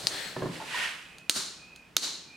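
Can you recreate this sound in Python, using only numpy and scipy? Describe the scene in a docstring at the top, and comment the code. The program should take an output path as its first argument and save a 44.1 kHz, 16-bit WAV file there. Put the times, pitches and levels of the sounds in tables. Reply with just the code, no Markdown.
"""A quiet, echoing hall, heard in stereo from close to an old round toggle switch on the wall.
Someone steps up: clothes rustle, a first snap sounds, feet bump, a sleeve sweeps, wood knocks and creaks.
The spring toggle snaps on, then off, ringing its housing; a faint high whistle comes and goes.
The recorder's limiter ducks at each loud snap, so the echo of the hall swells up just after it."""
import sys
import numpy as np
from scipy import signal
from scipy.fft import rfft, irfft
from scipy.io import wavfile
from scipy.ndimage import uniform_filter1d, minimum_filter1d

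SR = 44100
rng = np.random.default_rng(int(sys.argv[2]) if len(sys.argv) > 2 else 0)


def to_wav(sig):
    """Store sig (one row per channel, or 1-D mono) as 16-bit WAV at the path in sys.argv[1].

    Samples outside -1..1 are clipped; the rate is SR.
    """
    pcm = np.clip(np.atleast_2d(sig), -1, 1) * 32767
    pcm = np.round(pcm).astype(np.int16)
    wavfile.write(sys.argv[1], SR, pcm.T)  # frames by channels


N = 104296

# how alike the left and right microphones hear diffuse sound: frequency_hz, correlation
MIC_LIKENESS = [(30, 0.42), (130, 0.9), (400, 0.73), (1000, 0.58), (4000, 0.67), (16000, 0.51)]
# room tone of the building: frequency_hz, level_db
ROOM_COLOUR = [(20, -23), (50, -0.5), (100, -7.5), (165, 0.5), (300, -6.5), (2000, -14), (4000, -22),
               (16000, -36)]
# clothes rustling on the way to the wall: time_s, level_db
RUSTLE_CURVE = [(0, -40.5), (.12, -43), (.35, -51), (.5, -52.5), (.535, -46.5), (.62, -49.5), (.8, -44.5),
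                (1.1, -78)]
# spectrum of the rustle: frequency_hz, level_db
RUSTLE_COLOUR = [(100, -11), (650, 3), (1300, -6), (2200, -13.5), (4100, 2), (5800, -6.5), (8500, -7.5),
                 (10500, -11.5), (16000, -26.5)]
# low rumble of the movement: time_s, level_db
RUMBLE_CURVE = [(0, -55.5), (.35, -55.5), (.44, -35), (.52, -45.5), (.6, -48.5), (1.0, -70), (1.2, -61.5),
                (1.3, -81)]
# spectrum of the rumble: frequency_hz, level_db
RUMBLE_COLOUR = [(30, -33), (70, -13), (140, 1), (400, -3.5), (700, -8.5), (8000, -59)]
# cloth sliding, loudest just after the first snap: time_s, level_db
SLIDE_CURVE = [(0, -65), (.06, -53), (.11, -44), (.17, -40), (.27, -41.5), (.35, -50), (.48, -54),
               (.56, -86)]
# spectrum of the slide: frequency_hz, level_db
SLIDE_COLOUR = [(150, -19.5), (750, -7), (1100, -12), (1750, 2), (2600, -6.5), (4400, -5), (5600, -13.5),
                (16000, -25)]
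# resonances of the slide: centre_hz, width_hz, lift_db
SLIDE_PEAKS = [(3420, 220, 7), (4200, 180, 10.5)]
# dull bumps of feet and woodwork: start_s, level_db, tilt_db_per_octave
BUMPS = [(.035, -42.5, -4.5), (.109, -42.5, 5.5), (0.145, -42.5, 5), (.364, -28.5, 1), (0.4206, -24.5, -1),
         (0.4568, -27, -2), (.485, -38, -7), (1.360, -39, 4)]
# ringing of the woodwork: pitch_hz, level_db, t60_s
WOOD_MODES = [(126.3, -7.5, 0.15), (164, -5.5, 0.13), (174.4, -6.5, 0.12), (273.7, -9.5, 0.15),
              (382.3, -7.5, 0.15), (476, -3.5, 0.036), (618, -1.5, 0.036), (846, -8, 0.029),
              (1049, -4.5, 0.039), (1293, -14.5, 0.048), (1650, -11.5, 0.078)]
# spectrum of the hall's echo: frequency_hz, level_db
HALL_COLOUR = [(40, -29), (110, -16.5), (290, -0.5), (580, -11.5), (1100, -5.5), (2100, -8), (3400, -2),
               (4200, 5), (5000, 0.5), (6600, 1), (8800, -3), (11000, -8), (16000, -18)]
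# reverberation time of the hall: frequency_hz, t60_s
HALL_DECAY = [(150, 0.59), (4200, 0.67), (7000, 0.56), (10000, 0.45), (16000, 0.35)]
# blows of the spring toggle: start_s, level_db, kind
SNAPS = [(0.0701, 0, "first"), (0.0725, -16.5, "first"), (1.184, -29.5, "on"), (1.2963, 13, "on"),
         (1.7610, -30, "on"), (1.9659, -10.5, "off"), (1.9672, 12.5, "off")]
# ringing of the switch at the first snap, going on and going off: pitch_hz, level_db, t60_s
FIRST_MODES = [(2660, -19.5, 0.0063), (3460, -4.5, 0.002), (4780, -1.3, 0.0036), (7070, -16, 0.0034)]
ON_MODES = [(1450, -20, 0.0066), (2850, -9.5, 0.0035), (4070, -11, 0.01), (4640, -17, 0.012),
            (6600, -13.5, 0.0097), (8600, -19, 0.015), (10100, -16.5, 0.0031), (13700, -19, .003)]
OFF_MODES = [(347, -46, 0.07), (1247, -15.5, 0.0065), (2830, -12, 0.0051), (3620, -8.5, 0.01),
             (4370, -13, 0.011), (5100, -12.5, 0.0055), (6500, -5.5, 0.005), (8800, -22.5, 0.0065),
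             (11270, -16, 0.0045), (14550, -25, 0.0033)]
# each kind of snap and the band it sends into the hall: modes, left_db, push_db, low_hz, high_hz
SNAP_KINDS = {"first": (FIRST_MODES, 3.7, -50, 1000, 10000), "on": (ON_MODES, -0.46, -24.5, 200, 19400),
              "off": (OFF_MODES, -0.25, -39, 160, 11700)}
# tones each kind of snap throws into the hall: centre_hz, lift_db
THROWN_TONES = {"first": [(8900, 8.5)], "on": [(1400, 5), (6900, 2.5), (8800, 7.5)], "off": [(370, 3.5),
                (4050, 4), (6350, 3.5)]}
# sleeve sweeping up to the switch: time_s, level_db
SLEEVE_CURVE = [(.5, -51.5), (.54, -45), (.65, -47), (.71, -39), (.765, -33), (.85, -32), (.92, -39),
                (1.0, -45.5), (1.3, -65.5)]
# spectrum of the sleeve: frequency_hz, level_db
SLEEVE_COLOUR = [(180, -29.5), (600, -16.5), (1250, -7.5), (1850, -3), (2900, -2.5), (3700, -10),
                 (6000, -17.5), (9000, -19.5), (16000, -40.5)]
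# resonances of the sleeve: centre_hz, width_hz, lift_db
SLEEVE_PEAKS = [(982, 54, 4), (1483, 24, 10), (1862, 45, 11.5), (2010, 27, 0)]
# short hollow knocks and a creak of wood: start_s, level_db, pitch_hz, decay_s
WOOD_NOTES = [(.600, -31.5, 880, 0.021), (.742, -30, 992, 0.011), (1.361, -31.5, 221, 0.0068)]
# faint high whistles: start_s, length_s, level_db, top_pitch_hz
WHISTLES = [(1.033, 0.33, -56, 2530), (1.575, 0.37, -53.5, 2517), (2.25, 0.42, -52.5, 2453)]

BAND_LIMIT_HZ = 16100


def amp(db):
    """Decibels to gain."""
    return 10 ** (np.asarray(db) / 20)


def pan(left_db):
    """Stereo gains: the left goes up by left_db, the right down by as much."""
    return amp([[left_db], [-left_db]])


def unit(x):
    """Scales to an rms of one."""
    return x / np.sqrt(np.mean(x ** 2) + 1e-20)


def at_hz(table, hz):
    """Reads a table on a log-frequency axis."""
    table_hz, value = np.transpose(table)
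    return np.interp(np.log(hz + 1), np.log(table_hz + 1), value)


def fader(curve):
    """Gain along a curve of time_s, level_db."""
    return amp(np.interp(np.arange(N) / SR, *np.transpose(curve)))


def add(mix, start_s, sound):
    """Mixes a sound in at a time."""
    part = mix[round(start_s * SR):][:len(sound)]
    part += sound[:len(part)]


def mic_pair(spectra, hz):
    """Turns two unrelated spectra into a partly alike left and right."""
    likeness = at_hz(MIC_LIKENESS, hz)
    mid = np.sqrt((1 + likeness) / 2) * spectra[0]
    side = np.sqrt((1 - likeness) / 2) * spectra[1]
    return np.array([mid + side, mid - side])


def noise(colour, grain_db=0):
    """Coloured stereo noise; grain_db roughens it into tiny grains."""
    hz = np.fft.rfftfreq(N, 1 / SR)
    grains = amp(grain_db * unit(uniform_filter1d(rng.standard_normal(N), size=60)))
    spectra = mic_pair(rfft(rng.standard_normal((2, N)) * grains), hz)
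    return unit(irfft(spectra * amp(at_hz(colour, hz)), N))


def resonance(x, hz, width_hz, lift_db):
    """What a steady or gliding resonance adds to a sound."""
    carrier = np.exp(2j * np.pi * np.cumsum(hz * np.ones(x.shape[-1])) / SR)
    pole = np.exp(-np.pi * width_hz / SR)
    band = carrier * signal.lfilter([1 - pole], [1, -pole], x / carrier + 1e-18)
    return (amp(lift_db) - 1) * 2 * band.real


def ring(modes, t, tilt_db=0, detune=0):
    """Dying sines of a struck body, alternating in sign, tilted by tilt_db an octave about 400 Hz."""
    shift = 1 + detune * rng.standard_normal(len(modes))
    out = np.zeros(len(t))
    for k, (hz, db, t60_s) in enumerate(modes):
        envelope = amp(db + tilt_db * np.log2(hz / 400) - 60 * t / t60_s)
        out += (-1) ** k * envelope * np.sin(2 * np.pi * hz * shift[k] * t)
    return out


def wobble(size, width_hz):
    """Complex flutter that spreads a tone over a width."""
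    hz = np.fft.fftfreq(size, 1 / SR)
    white = rng.standard_normal(size) + 1j * rng.standard_normal(size)
    flutter = np.fft.ifft(np.fft.fft(white) / (1 + (2 * hz / width_hz) ** 4))
    return flutter / np.sqrt(np.mean(abs(flutter) ** 2))


def room_tone(level_db=-58.5):
    """The steady hush of the building, all around the microphones."""
    return amp(level_db) * noise(ROOM_COLOUR)


def clothes():
    """Cloth rustles over a low rumble as the body moves, close and dry."""
    rustle = fader(RUSTLE_CURVE) * noise(RUSTLE_COLOUR, grain_db=1.3)
    return rustle + fader(RUMBLE_CURVE) * noise(RUMBLE_COLOUR)


def slide(hiss_start_hz=9130, sag_hz_per_s=4700):
    """Cloth slides, singing more as it rubs harder, while one high resonance sinks."""
    scrape, pressure = noise(SLIDE_COLOUR), fader(SLIDE_CURVE)
    body = sum(resonance(scrape, *peak) for peak in SLIDE_PEAKS)
    hiss_hz = np.maximum(hiss_start_hz - sag_hz_per_s * np.arange(N) / SR, 0)
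    hiss = resonance(scrape, hiss_hz, width_hz=370, lift_db=13)
    return pressure * (scrape + pressure / pressure.max() * (body + hiss))


def bumps(scuff_db=-12.5, scuff_s=0.014):
    """Soft blows scuff the woodwork and set it ringing; brighter ones scuff more."""
    out, t = np.zeros(N), np.arange(SR // 2) / SR
    scuff_band = signal.butter(3, [75, 1150], "band", fs=SR, output="sos")
    for start_s, db, tilt_db in BUMPS:
        scuff = unit(signal.sosfilt(scuff_band, rng.standard_normal(len(t)))) * np.exp(-t / scuff_s)
        wood = ring(WOOD_MODES, t, tilt_db, detune=0.043)
        add(out, start_s, amp(db) * (wood + amp(scuff_db + tilt_db) * scuff))
    return out


def hall(x, early_db=3.5, early_s=0.011):
    """Dense reflections, the treble dying first, a little stronger from the nearest walls."""
    hz, t, spectra = signal.stft(rng.standard_normal((2, SR)), SR, nperseg=256)
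    decay = amp(-60 * t / at_hz(HALL_DECAY, hz[:, None]))
    tail = signal.istft(mic_pair(spectra, hz[:, None]) * decay, SR, nperseg=256)[1]
    t, hz = np.arange(tail.shape[1]) / SR, np.fft.rfftfreq(tail.shape[1], 1 / SR)
    tail = irfft(rfft(tail) * amp(at_hz(HALL_COLOUR, hz)), len(t))
    tail *= (1 + amp(early_db) * np.exp(-t / early_s)) * (t > .002) * (t < .9)
    return signal.fftconvolve(x[None], tail / np.linalg.norm(tail[0]), axes=1)[:, :N]


def switch(crack_db=-16.5, crack_s=0.0011, push_s=0.00079, wall_s=.0082, wall_db=-23, hall_db=-1.05):
    """Each blow of the toggle is a crack, a low push and a short ring of the housing; the hall answers."""
    direct, blows, t = np.zeros((2, N)), np.zeros(N), np.arange(3000) / SR
    low_cut = signal.butter(2, 254, "high", fs=SR, output="sos")
    for start_s, db, kind in SNAPS:
        modes, left_db, push_db, low_hz, high_hz = SNAP_KINDS[kind]
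        grit = uniform_filter1d(rng.standard_normal(len(t)), size=2)
        crack = amp(crack_db) * np.exp(-t / crack_s) * grit
        push = amp(push_db) * (1 - t / push_s) * np.exp(-t / push_s)
        snap = signal.sosfilt(low_cut, ring(modes, t) + crack) + push
        add(direct[0], start_s, amp(db + left_db) * snap)
        add(direct[1], start_s, amp(db - left_db) * snap)
        # the hall is set off by a band-limited click with a few tones lifted
        band = signal.butter(1, [low_hz, min(high_hz, BAND_LIMIT_HZ)], "band", fs=SR, output="sos")
        blow = amp(db) * signal.sosfilt(band, signal.unit_impulse(len(t)))
        tones = sum(resonance(blow, hz, width_hz=345, lift_db=lift) for hz, lift in THROWN_TONES[kind])
        add(blows, start_s, blow + tones)
    wall_echo = np.pad(direct, ((0, 0), (round(wall_s * SR), 0)))[:, :N]
    return direct + amp(wall_db) * wall_echo + amp(hall_db) * hall(blows)


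def sleeve():
    """The sleeve swishes as the arm comes up; the harder it rubs, the more it sings."""
    rub, pressure = noise(SLEEVE_COLOUR, grain_db=1), fader(SLEEVE_CURVE)
    singing = sum(resonance(rub, *peak) for peak in SLEEVE_PEAKS)
    return pressure * (rub + pressure / pressure.max() * singing)


def wood_notes(attack_s=0.0061):
    """Short hollow knocks and a creak of wood, each two rough partials dying fast."""
    out, t = np.zeros(N), np.arange(SR // 2) / SR
    for start_s, db, hz, decay_s in WOOD_NOTES:
        tone = np.sin(2 * np.pi * hz * t) + 0.22 * np.sin(2 * np.pi * 1.6 * hz * t)
        roughness = 1 + wobble(len(t), width_hz=590).real
        envelope = np.minimum(t / attack_s, 1) * np.exp(-t / decay_s)
        add(out, start_s, amp(db) * tone * roughness * envelope)
    return out


def whistle(bend=0.0354, skew=0.708):
    """A faint fuzzy tone whose pitch and level rise and fall together."""
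    out, t = np.zeros(N), np.arange(SR // 2) / SR
    for start_s, length_s, db, top_hz in WHISTLES:
        arch = np.sin(np.pi * np.minimum(t / length_s, 1) ** skew)
        cycles = np.cumsum(top_hz * (1 - bend * (1 - arch))) / SR
        tone = (wobble(len(t), width_hz=166) * np.exp(2j * np.pi * cycles)).real
        add(out, start_s, amp(db) * arch * unit(tone))
    return out


def scene():
    """At the microphones: switch and woodwork with their echo, dry cloth, whistle and room tone."""
    snaps = switch()
    wood = bumps() + wood_notes()
    wood_in_hall = (wood + amp(-1) * hall(wood)) * pan(left_db=-.8)
    cloth = sleeve() * pan(left_db=-1.1) + slide() * pan(left_db=2) + clothes()
    return snaps + wood_in_hall + cloth + whistle() * pan(left_db=-2) + room_tone()


def record(dry, limit_db=-12, hold_s=0.038, release_db_per_s=405, ceiling=.85):
    """The recorder's limiter ducks at once, holds and recovers; then soft overload and the band limit."""
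    power_db = 10 * np.log10(abs(uniform_filter1d((dry ** 2).mean(0), size=66)) + 1e-12)
    over_db = np.maximum(power_db - limit_db, 0)
    hold = 2 * int(hold_s * SR / 2) + 1
    held_db = -minimum_filter1d(-over_db, hold, origin=hold // 2)  # highest over the last hold_s
    release_db = np.arange(N) * release_db_per_s / SR
    duck_db = uniform_filter1d(np.maximum.accumulate(held_db + release_db) - release_db, size=30)
    out = ceiling * np.tanh(dry * amp(-duck_db) / ceiling)
    high_cut = signal.firwin(255, BAND_LIMIT_HZ, window=("kaiser", 8), fs=SR)
    return signal.oaconvolve(out, high_cut[None], "same")


dry = scene()
out = record(dry)
to_wav(out)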